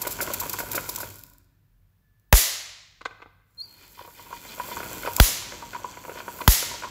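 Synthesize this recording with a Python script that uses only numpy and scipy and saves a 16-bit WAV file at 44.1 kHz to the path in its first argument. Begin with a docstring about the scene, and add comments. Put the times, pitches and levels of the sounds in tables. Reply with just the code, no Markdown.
"""A hard-walled hall, with a hand-cranked influence machine close to the microphone.
Quiet noise and a thin tone lie underneath. Knocks and bearing rub ring the frame's resonances; the belt
rubs and squeaks, and a discharge rod clicks in its joint. Shaped noise makes the brushes scrape, fizz and spit.
Three big sparks, noise blasts with echoes, overload the microphone stage: its low-cut filter rings, the limiter
ducks and lets the hall's answer swell back."""
import sys
import numpy as np
from scipy import signal
from scipy.fft import rfft, irfft, next_fast_len
from scipy.io import wavfile
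from scipy.ndimage import uniform_filter1d, minimum_filter1d, map_coordinates

SR = 44100
rng = np.random.default_rng(int(sys.argv[2]) if len(sys.argv) > 2 else 0)


def inscribe(sig):
    """Save sig as 16-bit PCM at rate SR to the path in sys.argv[1].

    A 1-D sig is mono; a 2-D sig holds one channel per row.
    Samples are clipped to [-1, 1] before scaling.
    """
    pcm = np.round(np.clip(np.atleast_2d(sig).T, -1, 1) * 32767)
    wavfile.write(sys.argv[1], SR, pcm.astype(np.int16))


N = 304290  # length in samples


def amp(db):
    """Gain of a level in dB."""
    return 10 ** (np.asarray(db) / 20)


def unit(x):
    """x at rms 1."""
    return x / np.sqrt(np.mean(x ** 2) + 1e-20)


def white():
    """White noise as long as the scene."""
    return rng.standard_normal(N)


def along(points, hz):
    """Reads a curve of (hz, value) points on a log frequency axis."""
    f, v = np.transpose(points)
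    return np.interp(np.log(hz + 1), np.log(f + 1), v)


def curves(points):
    """One automation curve, a value per sample, for each column after the time."""
    s, *columns = np.transpose(points)
    return [np.interp(np.arange(N) / SR, s, c) for c in columns]


def wobble(rate):
    """A smooth random curve, rate knots a second."""
    return map_coordinates(rng.standard_normal(int(N * rate / SR) + 4), [np.arange(N) * rate / SR])


def filtered(x, response):
    """x times a complex response of frequency."""
    m = next_fast_len(len(x) + SR // 2)
    return irfft(rfft(x, m) * response(np.fft.rfftfreq(m, 1 / SR)), m)[:len(x)]


def coloured(x, spectrum):
    """x through a causal minimum-phase filter of that spectrum, which keeps the power of white noise."""
    gain = amp(along(spectrum, np.fft.rfftfreq(8192, 1 / SR)))
    cepstrum = irfft(np.log(np.maximum(gain, 1e-5)))
    cepstrum[1:4096] *= 2  # folding the cepstrum puts the energy first
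    cepstrum[4097:] = 0
    h = irfft(np.exp(rfft(cepstrum)))
    return signal.fftconvolve(x, h / np.linalg.norm(h))[:len(x)]


def ringing(x, modes):
    """x through damped resonances; the mode levels set their balance."""
    def response(f):
        return sum(amp(db) * SR / (2 * np.pi) * c / (c * c - f * f + 1j * f * w) for c, w, db in modes)
    return filtered(x, response)


def add(track, s, sound):
    """Mixes a sound into a track at s seconds."""
    part = track[round(s * SR):][:len(sound)]
    part += sound[:len(part)]


# how long each frequency lives in the hall: pitch_hz, t60_s
HALL_DECAY = [(200, 0.67), (700, 0.87), (2000, 1), (4000, 0.96), (5500, 0.81), (8000, .64), (11000, 0.46),
              (16000, 0.39)]


def tail():
    """One answer of the hall, energy 1: noise in which each frequency dies at its own speed."""
    hz, t, z = signal.stft(rng.standard_normal(SR), SR, nperseg=256)
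    fade = amp(-60 * t / along(HALL_DECAY, hz)[:, None])
    h = signal.istft(z * fade, SR, nperseg=256)[1]
    return h / np.linalg.norm(h)


def hall(x, db):
    """x with the hall's answer, which starts after a few ms."""
    return x + amp(db) * signal.fftconvolve(np.pad(x, (200, 0)), tail())[:N]


def struck(rows, modes, column, attack_s, rough_db, crunch_db, crunch_s):
    """Soft blows: modes swell, ring and die at varied strengths, with a puff of contact noise around them.

    column says which level of a row sets each mode: 0 middle, 1 low, 2 high."""
    out, puffs, t = np.zeros(N), np.zeros((3, N)), np.arange(SR // 12) / SR
    hz, width, mode_db = np.transpose(modes)[:, :, None]
    attack = 1 - np.exp(-t / attack_s)
    swell = attack ** 2 * np.exp(-np.pi * width * t)
    for (s, level_db, *rel_db), luck in zip(rows, rng.standard_normal((len(rows), 3, len(modes), 1))):
        group_db = level_db + np.array([0] + rel_db)
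        gain = amp(group_db[column][:, None] + mode_db + 2 * luck[0])
        tones = np.sin(2 * np.pi * hz * (1 + 0.015 * luck[1]) * t + np.pi * luck[2])
        add(out, s - .001, np.sum(gain * swell * tones, 0))
        for track, db in zip(puffs, group_db):
            add(track, s, amp(db + crunch_db) * np.exp(-t / crunch_s) * attack)
    for group, (c, w, db) in zip(column, modes):
        band = signal.butter(2, [c / 1.242, c * 1.171], "band", fs=SR, output="sos")
        out += amp(db) * np.sqrt(SR / c) * signal.sosfilt(band, puffs[group] * white())
    return out * amp(rough_db * wobble(600))  # loose parts chatter while they ring


# noise floor colour: pitch_hz, relative level_db
QUIET_COLOUR = [(88, -29), (150, 1), (210, -11), (330, -18), (783, -24), (1620, -23), (1750, -18),
                (1860, -26), (9150, -36), (15000, -24), (16500, -39)]
# thin tone's fade in and out: time_s, peak level_db
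TONE_FADE = [(1.95, -110), (2.05, -76.5), (2.4, -83), (3.45, -86), (3.7, -110)]
QUIET_DB = -72.5  # rms


def background():
    """Quiet hall noise and a thin sine tone that comes and goes."""
    tone = amp(curves(TONE_FADE)[0]) * np.sin(2 * np.pi * 1736 * np.arange(N) / SR)
    return amp(QUIET_DB) * coloured(white(), QUIET_COLOUR) + tone


# how hard the machine is driven, also for brushes and belt: time_s, frame drone level_db before its wobble
DRIVE = [(0, -42), (.4, -42), (.85, -46), (1.04, -43), (1.12, -50.5), (1.3, -79), (1.45, -95), (3.45, -95),
         (3.63, -64.5), (4.04, -61.5), (4.5, -49), (4.65, -45), (5.15, -43), (5.6, -49.5), (6.1, -50),
         (6.3, -47), (6.9, -48)]
RATTLE_DB = 0.5  # centre level of the small knocks over the drone


def chance_knocks(count):
    """Small knocks at random moments, following the drive, each with its own balance of modes."""
    moment, luck = rng.random(count) * N / SR, rng.standard_normal((count, 3))
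    level_db = np.interp(moment, *np.transpose(DRIVE)) + RATTLE_DB + 3 * luck[:, 0]
    return np.column_stack([moment + .002, level_db, 4 * luck[:, 1:]])


# louder knocks of crank and pulleys: start_s, main modes level_db, low modes relative_db, high modes relative_db
LOUD_KNOCKS = [(.013, -31, -5, -16), (.036, -26.5, -9, -13), (.051, -32.5, 3, 7.5),
               (.068, -23.5, 1.5, -2.1), (.189, -29.5, 2, 0), (.205, -52, 26, 30.5), (.22, -37, 10, 2),
               (.274, -23.5, -2, -5), (.303, -25.5, -2, -6.5), (.415, -24.5, -22, -21),
               (.433, -22, -18, -14), (.461, -28, -3.5, -7), (.538, -22, -5.5, -8.5), (.587, -29, -10, 1),
               (.603, -24.5, -0.5, -1.5), (.631, -38.5, 11, -10), (.734, -44.5, 2.1, 14.5),
               (.748, -31.5, 4, 0.5), (.762, -44, 17, 11), (.779, -31, 7.5, 10), (.889, -29, .1, -8.5),
               (.978, -28.5, -13, -20), (1.004, -29.5, -4, -4), (1.031, -34, 5, 2), (1.315, -57.5, -6, -23),
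               (1.346, -56.5, -20, -12), (3.839, -49, -16, -4), (3.974, -38.5, -11, -15),
               (3.991, -32, -28, -14), (4.011, -34, -4.5, -13), (4.048, -40.5, 0, -11),
               (4.077, -36.5, -3.5, -25), (4.195, -38.5, -7, -7), (4.266, -39, -12, -20),
               (4.307, -29, -13, -20), (4.327, -24.5, -16, -18), (4.58, -37, 0, -8), (4.599, -18, -11, -11),
               (4.687, -35.5, 1, -10.5), (4.715, -24, -8, -13), (4.769, -24, -8, -7),
               (4.803, -29.5, 3.5, 0), (4.83, -38.5, 11, 7.5), (4.911, -49, 18.5, -5), (5.034, -40, 5, 12),
               (5.049, -32, 7, -5), (5.061, -41, 11.5, 18.5), (5.075, -18.5, -3, -11.5),
               (5.106, -29.5, -11, -16), (5.181, -19, -9.5, -23.5), (5.285, -40.5, 9, -2),
               (5.522, -38, 7, 5), (5.536, -35, -2, -5), (5.624, -25, -14, -19), (5.733, -39, 6.5, 6.5),
               (5.748, -21.5, -32, -10.5), (5.762, -32.5, -2, -6), (5.844, -22, -10, -17.5),
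               (5.94, -49.5, -6, 11), (5.972, -32.5, -3, -4), (6.051, -32, -3, -6),
               (6.081, -30.5, 0.5, -11), (6.095, -46, 14, 11), (6.156, -37, -1, -5), (6.174, -34.5, -7, .6),
               (6.188, -36, 1.1, -4), (6.203, -30.5, -4, -1), (6.281, -21.5, -10, -11.5),
               (6.359, -40, -1, -7), (6.389, -33, -7, -5), (6.406, -23, -16, -23), (6.416, -29.5, 5.5, 0.5),
               (6.627, -30.5, 1, 1), (6.712, -22.5, -12, -14), (6.74, -33, -1, -4), (6.823, -33, -3, 0),
               (6.836, -21, -23, -8), (6.845, -25, -8.5, -12), (6.87, -29, -7, -13)]
# frame resonances: pitch_hz, width_hz when struck, relative level_db
FRAME_MODES = [(364, 130, -0.5), (573, 176, 6), (968, 22.6, -5), (1070, 58, -4.5), (1457, 98, 4.5),
               (2100, 89, -5), (2414, 150, 0), (3060, 170, -12.5)]
# table rumble colour: pitch_hz, relative level_db
TABLE_COLOUR = [(12, -40), (20, -5), (43, 15.5), (69, -6), (97, 13), (108, 5.5), (136, 0), (179, -1),
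                (227, -10), (286, 2), (310, -9.5), (350, -2.5), (460, -33.5), (770, -120)]
TABLE_DB, TABLE_REST_DB = -5, -60.5  # shaking over the drone; constant rumble before its wobble and bass filter
COAST_S = .19  # time constant with which the shaking follows the drive


def frame():
    """Knocks ring the frame; the bearings drone through the same modes and shake the table."""
    knocks = struck(np.vstack([LOUD_KNOCKS, chance_knocks(count=130)]), FRAME_MODES,
                    column=[1, 1, 0, 0, 2, 2, 2, 2], attack_s=0.00075,
                    rough_db=1.5, crunch_db=-12.5, crunch_s=0.0066)
    grit = amp(1.2 * wobble(70)) * white()
    damped = [(hz, 3 * width, db) for hz, width, db in FRAME_MODES]  # a rubbing bearing damps the modes
    drone = amp(curves(DRIVE)[0] + 1.6 * wobble(9.8))
    shaking = np.abs(filtered(drone, lambda hz: 1 / (1 + 2j * np.pi * hz * COAST_S)))
    rumble = amp(TABLE_DB) * shaking * coloured(white(), TABLE_COLOUR)
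    # a constant bass rumble remains when the discs stand still
    deep = filtered(coloured(white(), TABLE_COLOUR), lambda hz: 1 / (1 + (hz / 160) ** 4))
    rumble = rumble + amp(TABLE_REST_DB + 1.3 * wobble(3.6)) * deep
    return hall(knocks, db=-13) + drone * unit(ringing(grit, damped)) + rumble


# pulley resonances before friction broadens them: pitch_hz, width_hz, relative level_db
PULLEY_MODES = [(2100, 42, -4.5), (2465, 56, 2), (3140, 120, 4.5), (3500, 80, 0), (4160, 86, 0),
                (4620, 100, 1), (5160, 130, -6)]
# belt rubbing harder on a push of the crank: peak_s, level_db, time to fall 20 dB on each side fall_s
CRANK_PUSHES = [(3.83, -57, .13), (4.015, -50, .08), (4.2, -51, .09), (4.35, -50, .085), (4.505, -46, .08),
                (4.625, -48, .07), (4.72, -45, .04), (4.79, -49, .14), (4.96, -50, .1), (5.06, -44, .07),
                (5.75, -51, .05), (6.19, -49, .05), (6.418, -40, .012)]
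RUB_DB = -19.5  # steady rub over the frame drone's curve


def belt():
    """Rough friction noise through the pulley's resonances, swelling with each push."""
    t = np.arange(N) / SR
    rub = amp(curves(DRIVE)[0] + RUB_DB)
    for s, db, fall in CRANK_PUSHES:
        rub += amp(db - 20 * ((t - s) / fall) ** 2)
    grit = amp(3 * wobble(120)) * white()
    broad = [(hz, 2.2 * width, db) for hz, width, db in PULLEY_MODES]
    return rub * unit(ringing(grit, broad))


# clicks of the rod's joint: start_s, middle modes level_db, low modes relative_db, bright modes relative_db
JOINT_CLICKS = [(3.0105, -38, -15.5, -5.5), (3.014, -31, -8.5, -4), (3.0539, -26.5, -15.5, 8),
                (3.0578, -21, -8.5, -40), (3.1098, -34, -8, -16), (3.1157, -41, -23, -4),
                (3.2027, -49, 0, -21), (3.2197, -31.5, -11, -7), (3.2236, -32.5, -4.5, -21),
                (3.255, -59.5, -18.5, -14.5), (3.2602, -40.5, 2.5, -29)]
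# rod resonances: pitch_hz, width_hz, relative level_db
ROD_MODES = [(315, 63, -9), (469, 79, -3.5), (798, 240, 4), (1145, 180, 1), (1514, 70, -6),
             (2070, 51, -14.5), (2450, 240, -4), (3450, 930, 2.5), (4250, 310, -4), (5150, 1550, -11),
             (6800, 510, -9)]


def rod():
    """The discharge rod clicks in its joint and rings its damped modes."""
    clicks = struck(JOINT_CLICKS, ROD_MODES, column=[1, 1, 1, 0, 0, 0, 0, 2, 2, 2, 2], attack_s=0.0006,
                    rough_db=3.5, crunch_db=-20, crunch_s=0.0079)
    return hall(clicks, db=-15.5)


# belt squeaks, one list for each singing partial: time_s, pitch_hz, dry rms level_db
SQUEAK_PARTIALS = [
    [(3.57, 4220, -67), (3.586, 4205, -40.5), (3.614, 4286, -32.5), (3.625, 4500, -39)],
    [(3.618, 4770, -48), (3.644, 4613, -42), (3.666, 4600, -57), (3.684, 4655, -58), (3.695, 4634, -62)],
    [(3.575, 10900, -74), (3.619, 11098, -60), (3.635, 11267, -72), (3.66, 11108, -72)],
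    [(4.475, 3986, -56), (4.495, 4026, -47), (4.51, 4100, -65)],
]


def squeak():
    """The belt slips on the pulley and sings: gliding sines with a weak second harmonic."""
    out, t = np.zeros(N), np.arange(N) / SR
    for rows in SQUEAK_PARTIALS:
        hz, db = curves(rows)
        on = np.clip(np.minimum(t - rows[0][0], rows[-1][0] - t) / 0.0043, 0, 1)
        phase = 2 * np.pi * np.cumsum(hz) / SR
        out += on * amp(db) * np.sqrt(2) * (np.sin(phase) + amp(-35.5) * np.sin(2 * phase))
    return hall(out, db=-14)


# foil sectors passing a brush: time_s, rate_per_s
SECTOR_RATE = [(0, 102), (.8, 98), (.95, 86), (1.2, 40), (1.45, 12), (1.5, .2), (3.42, .2), (3.55, 36),
               (3.75, 70), (4.22, 83), (4.45, 95), (4.65, 109), (5.15, 120), (5.5, 126), (6, 127),
               (6.45, 132), (6.9, 132)]
# sectors that pass after each spark until the hiss is halfway back: one count per spark
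RECHARGE_SECTORS = [68.5, 133, 106]
RECHARGE_SPREAD = 18  # sectors; smaller = a more sudden return
EMPTY_DB, FULL_DB = -58.5, -44.5  # corona hiss when empty and at full charge, before stalling
STALL_PER_S, STALL_DB = 75, 45  # under this sector rate the hiss falls, dB for a tenth of the rate


def corona_db():
    """The hiss follows the charge: sparks empty it, passing sectors refill it, and it dies as the discs stall."""
    speed, charge = curves(SECTOR_RATE)[0], np.ones(N)
    passed = np.cumsum(speed) / SR
    for (s, *_), halfway in zip(SPARK_EVENTS, RECHARGE_SECTORS):
        start = round(s * SR)
        since = passed[start:] - passed[start]
        charge[start:] = 1 / (1 + np.exp((halfway - since) / RECHARGE_SPREAD))
    stall = STALL_DB * np.minimum(0, np.log10(speed / STALL_PER_S))
    return EMPTY_DB + (FULL_DB - EMPTY_DB) * charge + stall


# brush discharges: start_s, level_db before shaping, length_s
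BRUSH_SPITS = [(.016, -25.5, .011), (.07, -25, 0.0097), (.107, -29.5, 0.023), (.211, -25.5, 0.026),
               (.3357, -22.5, 0.0085), (.393, -44, .002), (.399, -24.5, 0.0125), (.434, -28, .001),
               (.495, -23.5, 0.0057), (.531, -21.5, 0.0052), (.542, -29, 0.0011), (.587, -29, 0.024),
               (.715, -25.5, 0.0091), (.7325, -21, 0.0013), (.75, -25.5, .02), (.89, -24.5, 0.0092),
               (.95, -17, 0.00024), (.959, -24, 0.0044), (.986, -23, 0.00082), (1.002, -32, 0.0188),
               (1.102, -32.5, .00067), (1.157, -34, 0.001), (1.192, -31, 0.00047), (1.2371, -20, 0.00022),
               (1.333, -48, 0.00069), (1.383, -36, 0.00042), (2.197, -57.5, 0.0011), (3.602, -42.5, 0.0014),
               (4.788, -29.5, .001), (5.024, -32.5, .0013), (5.057, -35, .002), (5.133, -29, 0.0024),
               (5.1648, -7.5, 0.00086)]
# corona colour: pitch_hz, relative level_db
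CORONA_COLOUR = [(1470, -29.5), (2500, -7), (2860, -21.5), (3710, -7), (5090, -4), (6300, -6.5), (7490, 1),
                 (8430, -10), (9570, -8), (10500, -2.5), (14200, 2.5), (16000, -4), (16500, -18)]
# colour of wire brushes on the discs: pitch_hz, relative level_db
SCRAPE_COLOUR = [(1530, -26), (2600, -4.5), (2870, -7.5), (3150, 0), (3480, -0.5), (3780, -9.5), (4530, 1),
                 (4980, -7), (5470, -7.5), (5820, -1), (7580, 0), (8500, -12), (9000, -15), (11700, -45),
                 (19800, -120)]
SCRAPE_DB = -6.5  # noise of the scrape over the frame drone's curve


def brushes():
    """The brushes scrape the discs, hiss, tick as the foil sectors pass, and spit short dense discharges."""
    hiss_db, scrape_db = corona_db(), curves(DRIVE)[0] + SCRAPE_DB
    speed = curves(SECTOR_RATE)[0]
    count = np.floor(np.cumsum(speed) / SR + .06 * wobble(60))  # slightly uneven spacing
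    passed = np.diff(count, prepend=0) > 0
    sizes = passed * amp(2.5 * white())
    ticks = unit(signal.lfilter([1], [1, -.975], sizes) * white())
    ticks = ticks * np.clip(STALL_PER_S / speed, 1, 3)  # they stand out as the discs slow
    fizz = amp(hiss_db + 1.5 * wobble(25)) * (white() + .6 * ticks)
    scrape = amp(scrape_db + 2 * wobble(18)) * (white() + .8 * ticks)
    spits, t = np.zeros(N), np.arange(SR // 10) / SR
    for s, db, length in BRUSH_SPITS:
        sag = -5 * t / max(length, .0003)
        break_off = -60 * np.maximum(t - length, 0) / (0.024 + length)
        add(spits, s, amp(db + sag + break_off) * (1 - np.exp(-t / .0003)))
    streamers = amp(1.7 * wobble(900)) * white()  # a discharge is a swarm of tiny sparks
    discharges = hall(coloured(spits * streamers, CORONA_COLOUR), db=-10.5)
    return coloured(fizz, CORONA_COLOUR) + coloured(scrape, SCRAPE_COLOUR) + discharges


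# big sparks: start_s, crack level_db, overload offset level_db before its onset, offset decay_s, hall level_db
SPARK_EVENTS = [(2.3265, 25.5, 27, 0.0023, 21), (5.1996, 10.5, 18.5, 0.0049, 17),
                (6.4775, 11, 21, 0.0023, 18.5)]
# near wall reflections: lag_s, centre level_db relative to the crack
WALL_ECHOES = [(.0047, -17), (.0097, -13), (.0146, -17), (.0280, -26)]
# crack colour: pitch_hz, relative level_db
CRACK_COLOUR = [(100, -31), (400, 1.5), (1200, -3), (3000, -9.5), (7000, -13), (9000, -22.5), (12000, -10),
                (16000, -8.5)]
# colour of the hall's first answer to a spark: pitch_hz, relative level_db
ECHO_COLOUR = [(88, -54.5), (150, -27.5), (479, -15), (656, -12), (847, -16), (1030, -12.5), (1440, -14),
               (2010, -7), (2450, -9.5), (4780, -5), (7220, -1.5), (8620, -9.5), (11100, 1), (15600, -3),
               (16500, -44.5)]


def sparks():
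    """A blast scattered by balls and discs, wall echoes, the hall, and the overloaded capsule's offset."""
    blast, echo, offset = np.zeros((3, N))
    t = np.arange(SR // 10) / SR
    wave = (1 - t / .0001) * np.exp(-t / .0001)  # overpressure, then suction
    fade = amp(-60 * np.maximum(t - .003, 0) / .005)  # full for 3 ms, then 60 dB down in 5 ms
    for s, crack_db, offset_db, decay, hall_db in SPARK_EVENTS:
        add(blast, s, amp(crack_db) * rng.standard_normal(len(t)) * fade)
        for lag, db in WALL_ECHOES:
            add(blast, s + lag, amp(crack_db + db + rng.normal(0, 1.5)) * wave)
        add(offset, s + 0.003, -amp(offset_db) * np.exp(-t / decay) * (1 - np.exp(-t / 0.0013)))
        add(echo, s + 0.0017, amp(hall_db) * tail())
    return coloured(blast, CRACK_COLOUR) + coloured(echo, ECHO_COLOUR) + offset


def scene():
    """All sources at the one microphone."""
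    return (background() + frame() + belt() + rod() + squeak() + brushes() + sparks())[None]


TOP_HZ = 16800  # nothing passes from here up


def record(dry):
    """Low-cut filter, a limiter whose gain climbs back at a steady pace, clipping, band limit."""
    x = signal.sosfilt(signal.butter(4, 44, "high", fs=SR, output="sos"), dry[0])
    need = minimum_filter1d(np.minimum(1, 1.53 / (np.abs(x) + 1e-9)), size=31)
    climb = np.arange(N) / (0.048 * SR)  # from zero to full gain in 48 ms
    gain = np.minimum(1, climb + np.minimum.accumulate(need - climb))
    x = np.clip(x * uniform_filter1d(gain, size=15), -.92, .92)

    def edge(hz):
        shelf = amp(np.interp(hz, [15650, 15900, TOP_HZ], [0, -26, -34]))
        return np.where(hz < TOP_HZ, shelf, 0)
    return filtered(x, edge)[None]


dry = scene()
out = record(dry)
inscribe(out)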